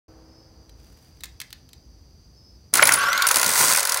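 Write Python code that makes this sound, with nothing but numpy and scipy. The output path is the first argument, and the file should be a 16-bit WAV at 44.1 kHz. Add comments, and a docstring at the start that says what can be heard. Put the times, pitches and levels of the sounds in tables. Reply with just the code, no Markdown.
"""Starter motor in an open engine case

After a few small handling knocks, a starter motor is fired close by. Its pinion clashes against the
ring gear, spins free with a rising whine, then rattles over the teeth, faster and slower. Each impact
excites the resonant modes of gear and case. Behind it: low rumble, insects and a fading engine hum."""
import sys
import numpy as np
from scipy import signal
from scipy.fft import rfft, irfft
from scipy.io import wavfile

SR = 44100
rng = np.random.default_rng(int(sys.argv[2]) if len(sys.argv) > 2 else 0)


def master(y):
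    """Save y as 16-bit WAV."""
    cut = np.clip(np.atleast_2d(y).T, -1, 1)
    pcm = np.round(cut * 32767)  # scale
    wavfile.write(sys.argv[1], SR, pcm.astype(np.int16))


N = 176400
T = np.arange(N) / SR
HZ = np.fft.rfftfreq(N, 1 / SR)

# Pinion teeth striking the ring gear: t/s, level/dB (levels in all tables are relative)
TOOTH_STRIKES = [(2.738, -6.5), (2.7538, -7), (2.771, -8), (2.824, -13), (2.854, -9), (2.872, -5.5),
                 (2.89, -10), (2.921, -6), (2.939, -7.5), (3.268, -6.5), (3.287, -7.5), (3.3119, -6),
                 (3.343, -10), (3.358, -6.5), (3.368, -8), (3.384, -13), (3.396, -12), (3.414, -11.5),
                 (3.43, -9.5), (3.444, -11.5), (3.829, -13.5), (3.851, -10.5), (3.872, -12.5),
                 (3.894, -10.5), (3.921, -9.5), (3.943, -11), (3.972, -14)]
# Spectral envelope of a tooth strike: f/Hz, level/dB
STRIKE_SPECTRUM = [(200, -22.5), (1400, -1.5), (3000, -5.5), (4500, 2.5), (11000, 2), (13000, -3),
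                   (15500, 0)]
# Resonances of the gear: f/Hz, width/Hz, level/dB
GEAR_RESONANCES = [(4570, 190, 2.5), (6430, 560, 3.5), (9600, 410, 5.5)]
# Resonances of the struck case: f/Hz, width/Hz, level/dB
CLANK_RESONANCES = [(560, 175, -7), (1027, 270, 1.5), (1483, 180, 6.5), (2240, 1150, -0.5)]
# Envelope of the grinding gears: t/s, level/dB
GRIND_ENVELOPE = [(2.730, -46), (2.742, -26.5), (2.78, -19), (2.94, -23), (3.0, -26.5), (3.25, -27),
                  (3.37, -24.5), (3.53, -22.5), (3.62, -21), (3.78, -26)]
STARTER_ON_S = GRIND_ENVELOPE[0][0]
STRIKE_RISE_S, STRIKE_HOLD_S, STRIKE_DECAY_S = 0.00041, 0.002, 0.0029


def amp(db):
    """Amplitude ratio of a level in decibels."""
    return 10 ** (np.asarray(db) / 20)


def unit(x):
    """Normalisation to rms 1."""
    return x / np.sqrt(np.mean(x ** 2) + 1e-20)


def curve(rows, column=1):
    """Linear interpolation of one table column in time."""
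    rows = np.array(rows)
    return np.interp(T, rows[:, 0], rows[:, column])


def colour(points):
    """Magnitude response through (f/Hz, level/dB) points, interpolated in log frequency."""
    hz, db = np.transpose(points)
    return amp(np.interp(np.log(HZ + 1), np.log(hz), db))


def peaks(modes):
    """Magnitude response of steep-sided resonances that add in power."""
    gains = (amp(db) / (1 + ((HZ - hz) / (0.66 * width)) ** 2) for hz, width, db in modes)
    return np.sqrt(sum(gain ** 2 for gain in gains))


def boosts(modes):
    """Magnitude response of resonances standing above a flat floor."""
    return amp(sum(db / (1 + (2 * (HZ - hz) / width) ** 2) for hz, width, db in modes))


def body(x, gain):
    """Minimum-phase filter of unit power gain, made causal by folding the cepstrum."""
    log_gain = np.log(np.maximum(unit(gain), 1e-5))
    cepstrum = irfft(log_gain, N)
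    cepstrum[1:N // 2] *= 2
    cepstrum[N // 2 + 1:] = 0
    impulse_response = irfft(np.exp(rfft(cepstrum)), N)[:N // 20]
    return signal.fftconvolve(x, impulse_response)[:N]


def noise():
    """Gaussian white noise."""
    return rng.standard_normal(N)


def wander(hz):
    """Random modulation: low-pass noise of rms 1."""
    return unit(irfft(rfft(noise()) * np.exp(-(HZ / hz) ** 2), N))


def burst(start, rise, hold, decay):
    """Envelope with a linear rise and exponential decay; times in seconds."""
    age = T - start
    return np.clip(age / rise, 0, 1) * np.exp(-np.clip((age - hold) / decay, 0, 20))


def room(x, t60):
    """Diffuse reverberation: convolution with decaying noise of weakened treble."""
    t = T[:SR // 2]
    dull_noise = signal.lfilter([1], [1, -2 / 3], rng.standard_normal(len(t)))
    tail = dull_noise * amp(-60 * t / t60) * (t > .004)
    return signal.fftconvolve(x, tail / np.linalg.norm(tail))[:N]


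def rumble():
    """Low-frequency noise that sinks by 9 dB over the starter's first second."""
    # Spectral envelope: f/Hz, level/dB
    spectrum = [(25, -34), (54, 3.5), (80, -2), (300, -17.5), (1500, -36), (9000, -44.5)]
    return amp(-52) * body(noise(), colour(spectrum)) * amp(-9 * np.clip(T - STARTER_ON_S, 0, 1))


def insects():
    """Narrow-band noise: steady for the chorus, gated for two trills of a nearer insect."""
    # Bands of the chorus: f/Hz, width/Hz, level/dB
    bands = [(4797, 390, -3), (5970, 360, -7.5)]
    # Trills: t/s, duration/s, level/dB
    trills = [(0.244, 0.23, -61.5), (2.335, 0.23, -59)]
    chorus = amp(-62.5) * body(noise(), peaks(bands))
    envelope = sum(amp(db) * burst(t, 0.039, length, 0.014) for t, length, db in trills)
    return chorus + envelope * body(noise(), peaks([(5157, 110, 0)]))


def distant_engine():
    """A nearly periodic source gives a harmonic hum, which fades together with its road noise."""
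    # Harmonics of the hum: order, level/dB
    harmonics = [(4, -3.5), (5, 1), (7, -1.5), (8, -4), (10, -6.5), (12, -5)]
    fundamental_hz, fade_db_per_s = 64.7, 10
    cycles = np.cumsum(fundamental_hz * (1 + 0.0086 * wander(6.26))) / SR
    hum = sum(amp(db) * np.sin(2 * np.pi * k * cycles) * amp(2.4 * wander(0.9)) for k, db in harmonics)
    road = body(noise(), peaks([(474, 1210, 0)]))
    return (amp(-54) * unit(hum) + amp(-58.5) * road) * amp(-fade_db_per_s * T)


def knocks():
    """Brief contacts radiate broadband clacks: loose metal parts, first handled, then driven."""
    # Contacts: t/s, level/dB
    contacts = [(0.694, -48), (1.207, -41), (1.2356, -25), (1.2418, -34.5), (1.2551, -36.5), (1.4016, -28),
                (1.4151, -27.5), (1.505, -42.5), (1.5278, -32), (1.69, -47), (1.7318, -41), (2.826, -7.5),
                (3.130, -17.5), (3.177, -17), (3.222, -10.5)]
    # Spectral envelope of a clack: f/Hz, level/dB
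    spectrum = [(500, -16.5), (1900, 3.5), (2800, 2), (4100, 9), (5500, 2), (15500, -4)]
    envelope = sum(amp(db) * burst(t, 0.000092, 0.00079, 0.0033) for t, db in contacts)
    clacks = body(noise() * envelope, colour(spectrum))
    return clacks + amp(-13) * room(clacks, t60=0.3)


def rustle():
    """Friction noise, faint and ticking, as a hand shifts its grip."""
    grain = unit(noise() * amp(3.9 * wander(300)))
    envelope = amp(-63) * burst(0.758, rise=0.048, hold=0.3, decay=0.21)
    return body(grain * envelope, colour([(2200, -0.5), (16000, -6)]))


def grind():
    """Forced vibration: clumps of tiny impacts ring the case, whose bass shudders underneath."""
    # Spectral envelope of the grinding: f/Hz, level/dB
    spectrum = [(100, -65), (330, -23), (480, -3), (2000, -1.5), (3100, -9), (4600, -5.5), (10000, -13),
                (13000, -17), (15500, -26)]
    # Resonances of the driven case: f/Hz, width/Hz, level/dB
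    case_modes = [(565, 30, 8), (1031, 190, 9.5), (1412, 120, 10), (2034, 85, 8)]
    # Bass envelope of the shaking case: t/s, level/dB
    shudder = [(2.78, -34.5), (2.97, -38.5), (3.1, -50), (3.34, -53), (3.372, -28.5), (3.41, -53),
               (3.466, -31.5), (3.56, -50), (3.61, -30), (3.70, -37), (3.85, -63)]
    grit = unit(noise() * amp(3.1 * wander(112) + 2.45 * wander(2800)))
    running = T > STARTER_ON_S
    gears = body(grit * running * amp(curve(GRIND_ENVELOPE) - 3), colour(spectrum) * boosts(case_modes))
    bass_response = colour([(40, -20), (120, 3.5), (500, 2), (1700, -23.5)])
    bass = body(noise() * running * amp(curve(shudder) - 3), bass_response)
    return gears + bass


def tooth_excitation(strikes, hold):
    """Each strike is an impulse, a short scrape and a weak tail; the noisy parts add in power."""
    power, cracks = np.zeros(N), np.zeros(N)
    for t, db in strikes:
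        scrape = burst(t, STRIKE_RISE_S, hold, STRIKE_DECAY_S)
        tail = amp(-14) * burst(t, STRIKE_RISE_S, hold, decay=0.026)
        power += amp(db) ** 2 * (scrape ** 2 + tail ** 2)
        cracks[round((t + STRIKE_RISE_S) * SR)] += amp(db + 3)
    return cracks + amp(-4) * noise() * np.sqrt(power)


def rebounds(strikes):
    """Delayed response: the modes of the case give a dull clank just after each tooth strike."""
    delay_s = 0.00409
    envelope = sum(amp(db - 8.5) * burst(t + delay_s, STRIKE_RISE_S, STRIKE_HOLD_S, STRIKE_DECAY_S)
                   for t, db in strikes)
    return body(noise() * envelope, peaks(CLANK_RESONANCES)) / 2


def clashes():
    """Impact excitation: separate strikes ring the gear as the pinion fails to mesh."""
    response = colour(STRIKE_SPECTRUM) * boosts(GEAR_RESONANCES)
    return body(tooth_excitation(TOOTH_STRIKES, STRIKE_HOLD_S), response) + rebounds(TOOTH_STRIKES)


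def squeaks():
    """Damped vibration of tooth edges: brief and loud as they catch, faint and longer after clashes."""
    # Edges catching: t/s, level/dB
    catches = [(2.738, -9.5), (2.836, -2.5), (2.87, -11.5), (2.936, -8.5), (2.957, -14), (2.987, -17),
               (3.273, -10.5)]
    # Modes of the edges: f/Hz, rms frequency deviation/Hz, level/dB
    edge_modes = [(9700, 190, 0), (10100, 330, 2.5)]
    catching = sum(amp(db) * burst(t, 0.00079, 0.002, 0.0039) for t, db in catches)
    ringing_on = sum(amp(db - 22) * burst(t, STRIKE_RISE_S, 0, decay=0.026) for t, db in TOOTH_STRIKES)
    tones = sum(amp(db) * np.sin(2 * np.pi * np.cumsum(hz + deviation * wander(301.2)) / SR)
                for hz, deviation, db in edge_modes)
    return (catching + ringing_on) * tones / 2


def blows():
    """Selective excitation: a heavy blow favours certain modes of the case, by where it lands."""
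    # Blows on the case: t/s, level/dB, favoured f/Hz
    hits = [(2.793, -4, 1470), (2.821, -6, 620), (2.826, -1, 2110), (2.889, -4.5, 2130),
            (2.910, -7.5, 1500), (2.917, -8.5, 1400), (3.305, -9, 1300), (3.365, -12, 537),
            (3.748, -12.5, 2020)]
    focus_db = 14
    clanks = np.zeros(N)
    for t, db, hz in hits:
        response = peaks(CLANK_RESONANCES) * boosts([(hz, hz / 2, focus_db)])
        clanks += amp(db) * burst(t, 0.0026, 0.005, 0.0024) * body(noise(), response)
    return clanks / 2


def spin():
    """Rotational harmonics climb through two fixed bands as the freed motor speeds up and throbs."""
    # Run-up of the motor: t/s, fundamental f/Hz, level/dB
    run_up = [(2.94, 513.7, -27.5), (3.0, 705.7, -14.5), (3.04, 816, -17), (3.10, 966, -18),
              (3.20, 1130, -18.5), (3.26, 1173, -16), (3.29, 1270, -56)]
    # Case resonances under the whirr: f/Hz, width/Hz, level/dB
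    whirr_modes = [(1123, 64, -1), (1374, 65, 1), (1502, 168, 0), (2780, 1560, -18), (11900, 220, -22)]
    # Harmonics of the whine: order, level/dB
    harmonics = [(2, 0.5), (4, 4), (6, 3), (8, -1)]
    # Metallic bands that filter the whine: f/Hz, width/Hz, level/dB
    bands = [(2090, 230, -5), (5760, 1560, -11.5)]
    envelope = amp(curve(run_up, column=2)) * (T > run_up[0][0]) * (T < run_up[-1][0])
    cycles = np.cumsum(curve(run_up) * (1 + 0.00814 * wander(131))) / SR
    shaft_turns = cycles / 15
    throb = 1 + 0.23 * np.cos(2 * np.pi * shaft_turns)
    whirr = body(noise() * throb, peaks(whirr_modes))
    rough_tone = sum(amp(db) * np.sin(2 * np.pi * k * cycles) * (1 + 0.81 * wander(170))
                     for k, db in harmonics)
    whine = irfft(rfft(rough_tone) * peaks(bands), N)
    return envelope * (amp(-5) * whirr + whine / 2)


def rattle():
    """An impact train at the tooth-passing rate: one strike for each tooth the pinion skips."""
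    # Skipping of the pinion: t/s, strike rate/Hz, level/dB
    skipping = [(3.462, 62.5, -10), (3.511, 91, -15), (3.552, 104, -15), (3.590, 188, -12),
                (3.658, 108, -11.5), (3.717, 126, -12.5), (3.738, 72.2, -11), (3.797, 97, -13),
                (3.814, 59, -14.5)]
    # Extra gear resonance heard in these fast strikes: f/Hz, width/Hz, level/dB
    rattle_mode = [(8160, 330, 10)]
    rate_hz = curve(skipping) * (T > skipping[0][0]) * (T < skipping[-1][0])
    teeth_passed = np.ceil(np.cumsum(rate_hz) / SR)
    level_db = curve(skipping, column=2)
    strikes = [(T[i], level_db[i] + rng.normal(0, 1.03)) for i in np.flatnonzero(np.diff(teeth_passed))]
    response = colour(STRIKE_SPECTRUM) * boosts(GEAR_RESONANCES + rattle_mode)
    return body(tooth_excitation(strikes, hold=0.0036), response) + rebounds(strikes)


def scene():
    """Superposition of the starter, its reverberation, the handling and the background, in mono."""
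    starter = clashes() + rattle() + squeaks() + blows() + grind() + spin()
    reverberation = amp(-18) * room(starter, t60=0.49)
    handling = knocks() + rustle()
    background = rumble() + insects() + distant_engine()
    return (starter + reverberation + handling + background)[None]


def record(dry):
    """Gating, clipping and band limiting: a quick fade-in, a full-scale ceiling and a low-pass."""
    start_s, cutoff_hz = 0.081, 15900
    fade_in = np.clip((T - start_s) / 0.002, 0, 1)
    clipped = np.clip(dry * fade_in, -1, 1)
    low_pass = signal.firwin(511, cutoff_hz, window=("kaiser", 9), fs=SR)
    return signal.oaconvolve(clipped, low_pass[None], "same")


dry = scene()
out = record(dry)
master(out)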